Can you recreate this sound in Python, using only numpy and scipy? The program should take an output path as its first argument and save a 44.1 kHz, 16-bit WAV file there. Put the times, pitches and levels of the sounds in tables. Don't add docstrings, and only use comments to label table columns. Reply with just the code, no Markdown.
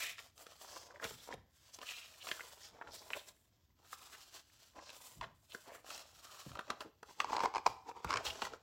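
import sys
import numpy as np
from scipy import signal
from scipy.fft import rfft, irfft, next_fast_len
from scipy.io import wavfile
from scipy.ndimage import uniform_filter1d

SR = 44100
rng = np.random.default_rng(int(sys.argv[2]) if len(sys.argv) > 2 else 0)


def dump_mix(stems):
    frames = np.atleast_2d(stems).T
    limited = np.clip(frames, -1, 1)
    pcm = np.round(limited * 32767).astype(np.int16)
    wavfile.write(sys.argv[1], SR, pcm)


N = 380141
TIME = np.arange(N) / SR


def undb(db):
    return 10 ** (np.asarray(db) / 20)


def unit(x):
    return x / np.sqrt(np.mean(x ** 2))


def crest(x, size=44):
    loudest_power = uniform_filter1d(x ** 2, size, mode="constant").max()
    return x / np.sqrt(2 * loudest_power)


def colour(x, points):
    hz, db = np.transpose(points)
    size = next_fast_len(len(x))
    freqs = np.maximum(np.fft.rfftfreq(size, 1 / SR), 1)
    gain = undb(np.interp(np.log(freqs), np.log(hz), db))
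    return unit(irfft(rfft(x, size) * gain, size)[:len(x)])


def resonate(x, hz, width):
    w = 2 * np.pi * min(hz, .45 * SR) / SR
    a = np.sin(w) * width / hz / 2
    return signal.lfilter([a, 0, -a], [1 + a, -2 * np.cos(w), 1 - a], x)


def edge(x, hz, kind):
    sections = signal.butter(4, min(hz, .45 * SR), kind, fs=SR, output="sos")
    return signal.sosfilt(sections, x)


def walk(rate):
    knots = rng.standard_normal(2048)
    return np.interp(TIME * rate, np.arange(len(knots)), knots)


def add(out, s, x):
    i = max(int(s * SR), 0)
    out[i:i + len(x)] += x[:max(N - i, 0)]


def friction(rate, spread_db, share):
    smooth, sign = rng.standard_normal(N), rng.standard_normal(N)
    chance, size = rng.random(N), rng.exponential(size=N)
    catch_gain = undb(spread_db * np.minimum(size, 4))
    catches = (chance < rate / SR) * np.sign(sign) * catch_gain
    share = np.clip(share, 0, 1)
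    return np.sqrt(1 - share) * smooth + np.sqrt(share) * unit(catches)


def crinkle(rate=45, spread_db=4, hz=1200, hz_spread=0.42, cycles=1.7, size=600):
    out, t = np.zeros(N), np.arange(size) / SR
    for when, pick, pitch, strength in rng.random((1200, 4)):
        if pick < rate * TIME[-1] / 1200:
            dent_hz = hz * np.exp(hz_spread * np.sqrt(12) * (pitch - .5))
            turns = t * dent_hz
            pop = np.sin(2 * np.pi * turns) * turns * np.exp(-2 * turns / cycles)
            add(out, when * TIME[-1], undb(-spread_db * np.log(strength + 0.037)) * pop)
    return unit(out)


def still_air():
    # (per Hz, relative)
    air_spectrum = [(20, -36.5), (40, -9.5), (72, -0.5), (100, -3), (170, -13), (350, -16), (600, -40.5),
                    (1000, -35.5), (7000, -36.5), (9000, -49), (13000, -31), (16000, -34)]
    level_db = -75.5 + walk(6.2)
    return undb(level_db) * colour(rng.standard_normal(N), air_spectrum)


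def curl_at(s):
    # time_s, curl (0-1)
    curl_points = [(6.9, 0.15), (7.03, 0.82), (8.0, 1), (8.1, 0.19), (8.6, 0.32)]
    return np.clip(np.interp(s, *np.transpose(curl_points)), 0, 1)


def stroke(s, rise, fall, db, size=44100):
    ease_db, attack_s, release_s = 10, .012, 0.028
    settle_db, settle_s = -9.5, 0.079
    out, start = np.zeros(N), max(s - rise - .1, 0)
    t = start + np.arange(size) / SR
    before, after = np.maximum(s - t, 0), np.maximum(t - s, 0)
    ease = np.minimum(before / rise + after / fall, 1)
    early, late = np.maximum(before - rise, 0), np.maximum(after - fall, 0)
    contact = np.exp(-early / attack_s)
    release = np.maximum(np.exp(-late / release_s), undb(settle_db) * np.exp(-late / settle_s))
    add(out, start, (undb(db - ease_db * ease) * contact * release) ** 2)
    return out


def handling():
    # peak_s, rise_s, fall_s, swish_db, sheen_db and body_db (both relative to the swish)
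    slide_strokes = [(.005, 0.0072, 0.11, -44, -8, -15), (0.191, 0.021, 0.087, -54.5, -10, -8.5),
                     (0.417, 0.049, 0.028, -57.5, -3.5, -2), (.475, .01, 0.25, -60, -10.5, -5),
                     (.6, 0.03, 0.089, -59, -6, -10), (.77, 0.15, 0.1, -56, -8.5, 0),
                     (1.045, 0.027, 0.23, -52, -7.5, -10.5), (1.57, 0.063, 0.074, -69.5, -8, -32),
                     (1.665, 0.059, .06, -62, -12, -12), (1.745, 0.01, 0.013, -51.5, -6.5, -11),
                     (1.875, 0.057, 0.19, -49.5, -10.5, -15.5), (2.15, 0.13, 0.17, -59, -8.5, -9),
                     (2.283, 0.062, 0.31, -51.5, -7.5, -5.5), (2.652, 0.057, 0.053, -54.5, -12.5, -13.5),
                     (2.954, 0.033, 0.054, -56.5, -4, -29), (3.13, 0.11, 0.16, -59, -3.5, -16),
                     (3.289, 0.014, 0.008, -57, -6.5, -6), (3.38, .04, 0.11, -80, 1, -20),
                     (3.87, 0.077, 0.016, -70, -11, 1.5), (3.925, 0.058, 0.073, -59, -5.5, -11.5),
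                     (4.135, 0.16, .07, -56.5, -8, -8.5), (4.215, 0.023, 0.079, -55.5, -11, -12),
                     (4.37, .06, 0.034, -54.5, -11, -12), (4.665, 0.34, 0.1, -65.5, -10.5, -14),
                     (4.902, 0.075, 0.061, -54.5, -20, -4.5), (5.046, 0.12, 0.12, -58, -3.5, -6),
                     (5.48, 0.13, 0.027, -73, -3, -18), (5.545, 0.038, 0.052, -60.5, -4, -3.5),
                     (5.64, 0.15, 0.12, -65.5, -6.5, -7), (5.75, 0.025, 0.054, -63, -2.5, 6),
                     (5.914, 0.056, 0.12, -49.5, -11, -5.5), (6.415, 0.34, 0.12, -55.5, -10, -8.5),
                     (6.6, 0.23, 0.16, -64.5, -15, -1), (6.813, 0.0055, 0.017, -55.5, -11, 7),
                     (7.1, 0.043, 0.15, -60.5, -12, -14), (7.208, 0.023, 0.017, -50, -16, 3),
                     (7.67, 0.0027, .008, -44.5, -12, 0), (8.095, 0.015, .11, -53, -19, -4),
                     (8.254, 0.0077, .06, -40.5, -12.5, -3), (8.448, 0.094, 0.028, -47, -16.5, 1.5)]
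    # peak_s, rise_s, fall_s, body_db (ahead of the same mix)
    rub_strokes = [(.91, 0.025, 0.099, -55), (1.043, 0.028, 0.02, -44), (1.331, 0.043, 0.013, -45),
                   (1.823, 0.022, 0.027, -53.5), (2.849, 0.16, 0.3, -58), (3.11, .003, 0.012, -42.5),
                   (3.145, 0.0106, 0.042, -52), (4.783, 0.037, 0.025, -54.5), (5.23, 0.009, 0.032, -48.5),
                   (5.685, 0.022, 0.072, -54), (6.598, 0.063, 0.009, -53.5), (6.709, 0.026, 0.0073, -43.5),
                   (7.091, .012, 0.011, -48.5), (7.338, 0.096, 0.097, -40), (7.453, 0.043, 0.013, -37),
                   (7.566, 0.01, .035, -44), (7.672, 0.007, 0.0033, -36.5), (7.894, 0.021, 0.011, -43.5),
                   (7.974, .025, .03, -48), (8.13, 0.09, 0.094, -40), (8.54, 0.036, 0.028, -49.5)]
    rub_swish_db, rub_sheen_db = -12.5, -32
    rest_db = [-85, -90, -104]
    swish, body, sheen = (undb(rest_db)[:, None] * undb(1.9 * walk(7))) ** 2
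    for s, rise, fall, db, sheen_db, body_db in slide_strokes:
        power = stroke(s, rise, fall, db)
        swish = swish + power
        body = body + power * undb(body_db) ** 2
        sheen = sheen + power * undb(sheen_db) ** 2
    rubs = sum(stroke(*rub) for rub in rub_strokes)
    swish = swish + rubs * undb(rub_swish_db) ** 2
    sheen = sheen + rubs * undb(rub_sheen_db) ** 2
    return np.sqrt([swish, body + rubs, sheen])


def slides(dents=0.44, swish_db=-3.0, body_db=0.5, sheen_db=3):
    # (per Hz, relative)
    swish_spectrum = [(80, -57), (500, -20.5), (1300, -1.5), (2200, -3.5), (3200, 3), (4200, 2),
                      (5500, 2.5), (7800, -3), (8800, -25), (12000, -35), (16000, -44.5)]
    body_spectrum = [(80, -12), (170, -21), (280, 0.5), (450, 1.5), (650, 8), (1100, 1), (1600, -14.5),
                     (2400, -14), (4500, -51)]
    sheen_spectrum = [(5000, -12), (7500, 9), (9000, 2), (10500, 3), (12300, -1), (13200, 4), (15800, 0)]
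    hollow_spectrum = [(100, -20), (200, -17), (430, -3.5), (560, -7.5), (670, -11.5), (740, -9.5),
                       (950, 5), (1080, -4.5), (1250, -13), (1900, -21), (2400, -19.5), (4000, -45)]
    swish_gain, body_gain, sheen_gain = handling()
    curl = curl_at(TIME)
    rub = friction(rate=1800, spread_db=4.0, share=0.47)
    pressure_db = 2.68 * walk(60)

    ticks = 0.29 * crinkle(rate=110, spread_db=4.5, hz=3320)
    swish = (colour(rub, swish_spectrum) + ticks) * swish_gain * undb(swish_db)

    fingertips = friction(rate=260, spread_db=10.0, share=0.98)
    judder = (rub + .5 * fingertips) * undb(2 * walk(90))
    flat = 0.98 * colour(judder, body_spectrum) + dents * crinkle()
    hollow = np.interp(TIME + 0.00147 * walk(30), TIME, colour(judder, hollow_spectrum))
    body = ((1 - curl) * flat + curl * hollow) * body_gain * undb(body_db)

    fine_rub = friction(rate=1200, spread_db=8.0, share=0.13)
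    sheen = colour(fine_rub, sheen_spectrum) * sheen_gain * undb(sheen_db)
    return (swish + body + sheen) * undb(pressure_db)


def scrapes(size=30000):
    # peak_s, rise_s, fall_s, level_db, resonance_hz
    edge_scrapes = [(0.024, 0.021, .095, -43.5, 2440), (.765, 0.11, 0.1, -57.5, 5360),
                    (1.047, 0.0086, .017, -46.5, 2310), (1.205, .032, .013, -61, 3540),
                    (1.75, 0.015, 0.0053, -52, 5625), (1.885, .025, .15, -51, 2770),
                    (2.225, 0.017, 0.011, -52.5, 3040), (2.65, 0.038, 0.022, -57.5, 5000),
                    (2.93, 0.022, 0.098, -57, 4740), (3.137, .003, .022, -56.5, 2800),
                    (3.18, .012, 0.029, -55, 3570), (4.07, 0.16, 0.15, -66.5, 1165),
                    (4.137, .016, 0.025, -57, 1640), (4.87, 0.092, 0.082, -64.5, 5050),
                    (5.241, 0.012, 0.0095, -52, 3100), (5.53, 0.027, .011, -57.5, 3240),
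                    (5.735, 0.05, 0.064, -62.5, 2000), (5.947, 0.012, 0.0069, -52, 5300),
                    (6.31, 0.085, .12, -63, 1140), (8.15, 0.059, 0.045, -45.5, 1400),
                    (8.268, 0.0095, .02, -40.5, 3330), (8.304, .003, 0.0073, -40, 3060)]
    gap_width = 0.53
    out = np.zeros(N)
    rub = friction(rate=2000, spread_db=6.0, share=0.4) * undb(2 * walk(140))
    for s, rise, fall, db, hz in edge_scrapes:
        start = max(s - 3 * rise, 0)
        t, grain = (x[int(start * SR):][:size] for x in (TIME, rub))
        swell = np.exp(-((t - s) / np.where(t < s, rise, fall)) ** 2)
        gap = resonate(resonate(grain, hz, gap_width * hz), hz, gap_width * hz)
        add(out, start, undb(db) * swell * unit(gap))
    return out


def glances(x, strength=0.21):
    out = x.copy()
    for lag_s in (.0007, .0019, .0043):
        path_s = lag_s * np.exp(0.1547 * walk(2.5))
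        out += strength * np.interp(TIME - path_s, TIME, x)
    return out / np.sqrt(1 + 3 * strength ** 2)


def room(x, wet_db=-19, low_t60=0.35, high_t60=0.41, size=30000):
    t = np.arange(size) / SR
    low = resonate(rng.standard_normal(size), 800, 1700) * undb(-60 * t / low_t60)
    high = resonate(rng.standard_normal(size), 3500, 3500) * undb(-60 * t / high_t60)
    tail = (low + undb(-1.5) * high) * (1 - np.exp(-t / 0.00073))
    return signal.fftconvolve(x, tail * undb(wet_db) / np.sqrt(np.sum(tail ** 2)))[:N]


def snaps(give_s=0.00089, contact_s=0.002, shiver_s=0.015, shiver_db=-19, kick=4.4, damping=0.29, size=4096):
    # snap_s, level_db (lowered by 3.5 dB below), ring_hz,
    # then crack_db, fizz_db and bass_db (relative to the ring)
    snap_events = [(0.1825, -39.5, 1780, 1, -26, -33), (0.1917, -37.5, 2240, 0, -29, -42),
                   (.3788, -54, 1470, 4, 6, -20), (0.467, -41.5, 1300, -1, -9, -2.5),
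                   (.647, -41.5, 960, -19, -26, -10), (0.7661, -37, 900, -27, -25, -15),
                   (0.9993, -36, 1500, -8.5, -36, -33), (1.0281, -33.5, 1430, -32, -29, -23),
                   (1.0425, -33, 1680, 1, -1, 0), (1.0503, -31.5, 1140, -5, -11, -0.5),
                   (1.1091, -49, 845, 7, -17, 10), (1.289, -35.5, 660, -27, -32, -18),
                   (1.3401, -45.5, 700, 0, -3, 10), (1.7884, -45.5, 780, -1, -3.5, -1),
                   (1.8158, -41.5, 1110, 3, -27, -6), (1.8293, -39.5, 1380, -4, -28, -12),
                   (2.2706, -33, 940, -4, -15, -29), (2.289, -39, 2060, 8.5, -23, -32),
                   (2.315, -25.5, 2150, 3, -36, -6.5), (2.3956, -35, 1380, -22, -19, -33),
                   (2.4072, -31.5, 1970, -11, -31, -15.5), (2.813, -32.5, 940, -26, -39, -26),
                   (2.8214, -34.5, 1197, -38, -44, -34), (2.873, -38, 1360, -7, -39, -31),
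                   (3.1041, -32, 880, -0.5, -35, -31), (3.134, -22, 2450, -11.5, -49.5, -25.5),
                   (3.9294, -33, 1200, -17, -12, -42), (4.893, -44, 1710, 4, -12, -1),
                   (4.9022, -46, 2870, -2, -1, -15), (5.212, -31.5, 960, -3.5, -47, -36),
                   (5.2214, -37, 1070, -15, -26, -32), (5.2404, -32, 1580, -13, -40, -25),
                   (5.5486, -32, 1360, -8, -11, -6.5), (5.7514, -45, 1250, -27, -22, 1.5),
                   (5.845, -47, 810, -9, -17, -2), (5.9038, -38, 1360, 0.5, -5, -20),
                   (5.9786, -48.5, 2050, 3, 8, -0.5), (6.517, -41, 1250, -5, -29, -2.5),
                   (6.5536, -34.5, 1090, -7.5, -19, -25), (6.573, -40.5, 1140, -2, -33, -2),
                   (6.5922, -27.5, 1080, -6, -20, -9), (6.6099, -41, 1160, -5, -16, -3),
                   (6.703, -23.5, 1090, -2.5, -17, -15), (6.8071, -34.5, 1050, -1.5, -12, -6),
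                   (7.0302, -39, 915, -10, -12, -2.5), (7.2029, -16, 1160, 0, -29, -32),
                   (8.0464, -25, 990, -11, -15.5, -6), (8.42, -23.5, 1000, -2, -26, -10),
                   (8.4243, -23, 780, -8, -27, -29), (8.452, -32.5, 1900, -3, -7, -14),
                   (8.4693, -33, 970, -10, -25, -29), (8.5362, -39.5, 960, -7, -26, 2)]
    out, lead = np.zeros(N), 220
    t = (np.arange(size) - lead) / SR
    give = np.exp(-np.abs(t) / give_s)
    shiver = undb(shiver_db) * np.exp(-np.abs(t) / shiver_s)
    force = np.where(t < 0, give, np.exp(-np.abs(t) / contact_s) + shiver)
    for s, db, hz, crack_db, fizz_db, bass_db in snap_events:
        push = rng.standard_normal(size) * force + kick * signal.unit_impulse(size, lead)
        ring = crest(edge(resonate(resonate(push, hz, damping * hz), hz, 3200), hz + 2000, "low"))
        crack = crest(edge(resonate(resonate(push, 2670, 1600), 2200, 3040), 10500, "low"))
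        fizz = crest(edge(resonate(push, 4530, 4000), 3900, "high"))
        bass = crest(resonate(resonate(push, 510, 334), 280, 690))
        snap = ring + undb(crack_db) * crack + undb(fizz_db) * fizz + undb(bass_db) * bass
        add(out, s + t[0], undb(db - 3.5) * snap)
    return out


def bumps(thud_width=0.94, size=12000):
    # start_s, peak_db, pitch_hz, decay_s (of the push)
    book_bumps = [(1.046, -51, 84, 0.024), (1.108, -54, 133, 0.048), (1.29, -60, 195, 0.034),
                  (1.335, -51, 89, 0.054), (2.717, -62, 109, .03), (2.848, -60, 79.5, 0.079),
                  (5.157, -52.5, 85, 0.056), (5.187, -52, 86.4, 0.09), (6.462, -42, 137, 0.014),
                  (6.507, -49, 90.5, 0.047), (6.7, -46, 324, 0.03), (6.846, -46, 356, 0.026),
                  (7.664, -50.5, 80, 0.033), (8.046, -42.5, 75, 0.03), (8.152, -48, 85, 0.069),
                  (8.269, -50.5, 70, 0.053), (8.421, -54.5, 94, 0.12)]
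    out, t = np.zeros(N), np.arange(size) / SR
    for s, db, hz, decay in book_bumps:
        push = rng.standard_normal(size) * np.exp(-t / decay)
        thud = resonate(resonate(push, hz, thud_width * hz), hz, 2 * thud_width * hz)
        add(out, s, undb(db) * thud / np.abs(thud).max())
    return out


def chatter(count=24):
    from_s, for_s, per_s = 7.305, .155, 60
    mean_db, spread_db, click_db = -32, 5, -9
    jitter = 0.17
    slips = []
    for k, (late, strength) in enumerate(rng.standard_normal((count, 2))):
        if k / per_s < for_s:
            slips.append((from_s + (k + jitter * late) / per_s, mean_db + spread_db * strength, click_db))
    return slips


def creak(grit_s=0.0021, grit=1.0, creep=0.026, size=2048):
    # slip_s, level_db (of the swing), click_db (bright, relative to the swing)
    hard_slips = [(7.245, -27.5, -11), (7.3309, -23.5, -19), (7.349, -29, -20), (7.3663, -30, -1),
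                  (7.382, -27, -20), (7.4051, -27, -9), (7.413, -30, -22), (7.4358, -24, -15),
                  (7.441, -29.5, -10), (7.458, -19.5, -14), (7.5394, -34, -12), (7.5492, -27.5, -12),
                  (7.5579, -25, -9.5), (7.567, -26.5, -12), (7.581, -29.5, -8.5), (7.662, -20.5, -18),
                  (7.665, -13.5, -11.5), (7.675, -25.5, -17), (8.1065, -25, -5.5), (8.119, -33, -6),
                  (8.129, -26.5, -6), (8.1391, -24.5, -5), (8.159, -28, -7), (8.172, -34.5, 6)]
    # frequency_hz (before the bend shifts it), width_hz, level_db (relative)
    leaf_overtones = [(1580, 240, 17), (2270, 320, 19), (2830, 340, 7), (4050, 500, 9.5), (4800, 360, 11.5),
                      (6450, 330, -21), (7900, 300, -28)]
    flat_hz, curled_hz = 1156, 894
    out, lead = np.zeros(N), 130
    t = (np.arange(size) - lead) / SR
    for s, db, click_db in hard_slips + chatter():
        hz = flat_hz + (curled_hz - flat_hz) * curl_at(s)
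        jerk = signal.unit_impulse(size, lead)
        grit_envelope = np.exp(-np.abs(t) / np.where(t < 0, .0008, grit_s))
        release = jerk + grit * rng.standard_normal(size) * grit_envelope
        swing = crest(resonate(resonate(jerk + creep * release, hz, 274), hz, 370))
        flex = crest(resonate(resonate(release, 453, 85), 374, 390))
        bend = np.exp(0.044 * rng.standard_normal())
        overtones = sum(undb(gain_db) * resonate(release, bend * f, width) for f, width, gain_db in leaf_overtones)
        click = crest(edge(overtones, 8000, "low"))
        add(out, s + t[0], undb(db) * (swing + undb(-20.0) * flex + undb(click_db) * click))
    return out


def linger(x, ring_db=-6, size=24000):
    # frequency_hz, level_db (relative), t60_s
    leaf_modes = [(470, -20, 0.2), (772, 9, 0.74), (890, -5, 1), (865, -11, 0.64), (1100, 3, 0.37),
                  (2283, -6, .5)]
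    t = np.arange(size) / SR
    ring = sum(undb(db - 60 * t / t60) * np.sin(2 * np.pi * hz * t) for hz, db, t60 in leaf_modes)
    return undb(ring_db) * signal.fftconvolve(x, ring / np.abs(rfft(ring)).max() * 2)[:N]


def scene():
    air = still_air()
    paper = glances(slides() + scrapes() + snaps())
    fold = creak()
    book = paper + bumps() + fold + linger(fold)
    return (book + room(book) + air)[None]


def record(dry):
    thin = signal.sosfilt(signal.butter(2, 32, "high", fs=SR, output="sos"), dry)
    top_hz = 15900
    return signal.sosfilt(signal.ellip(10, .2, 70, top_hz, fs=SR, output="sos"), thin)


dry = scene()
out = record(dry)
dump_mix(out)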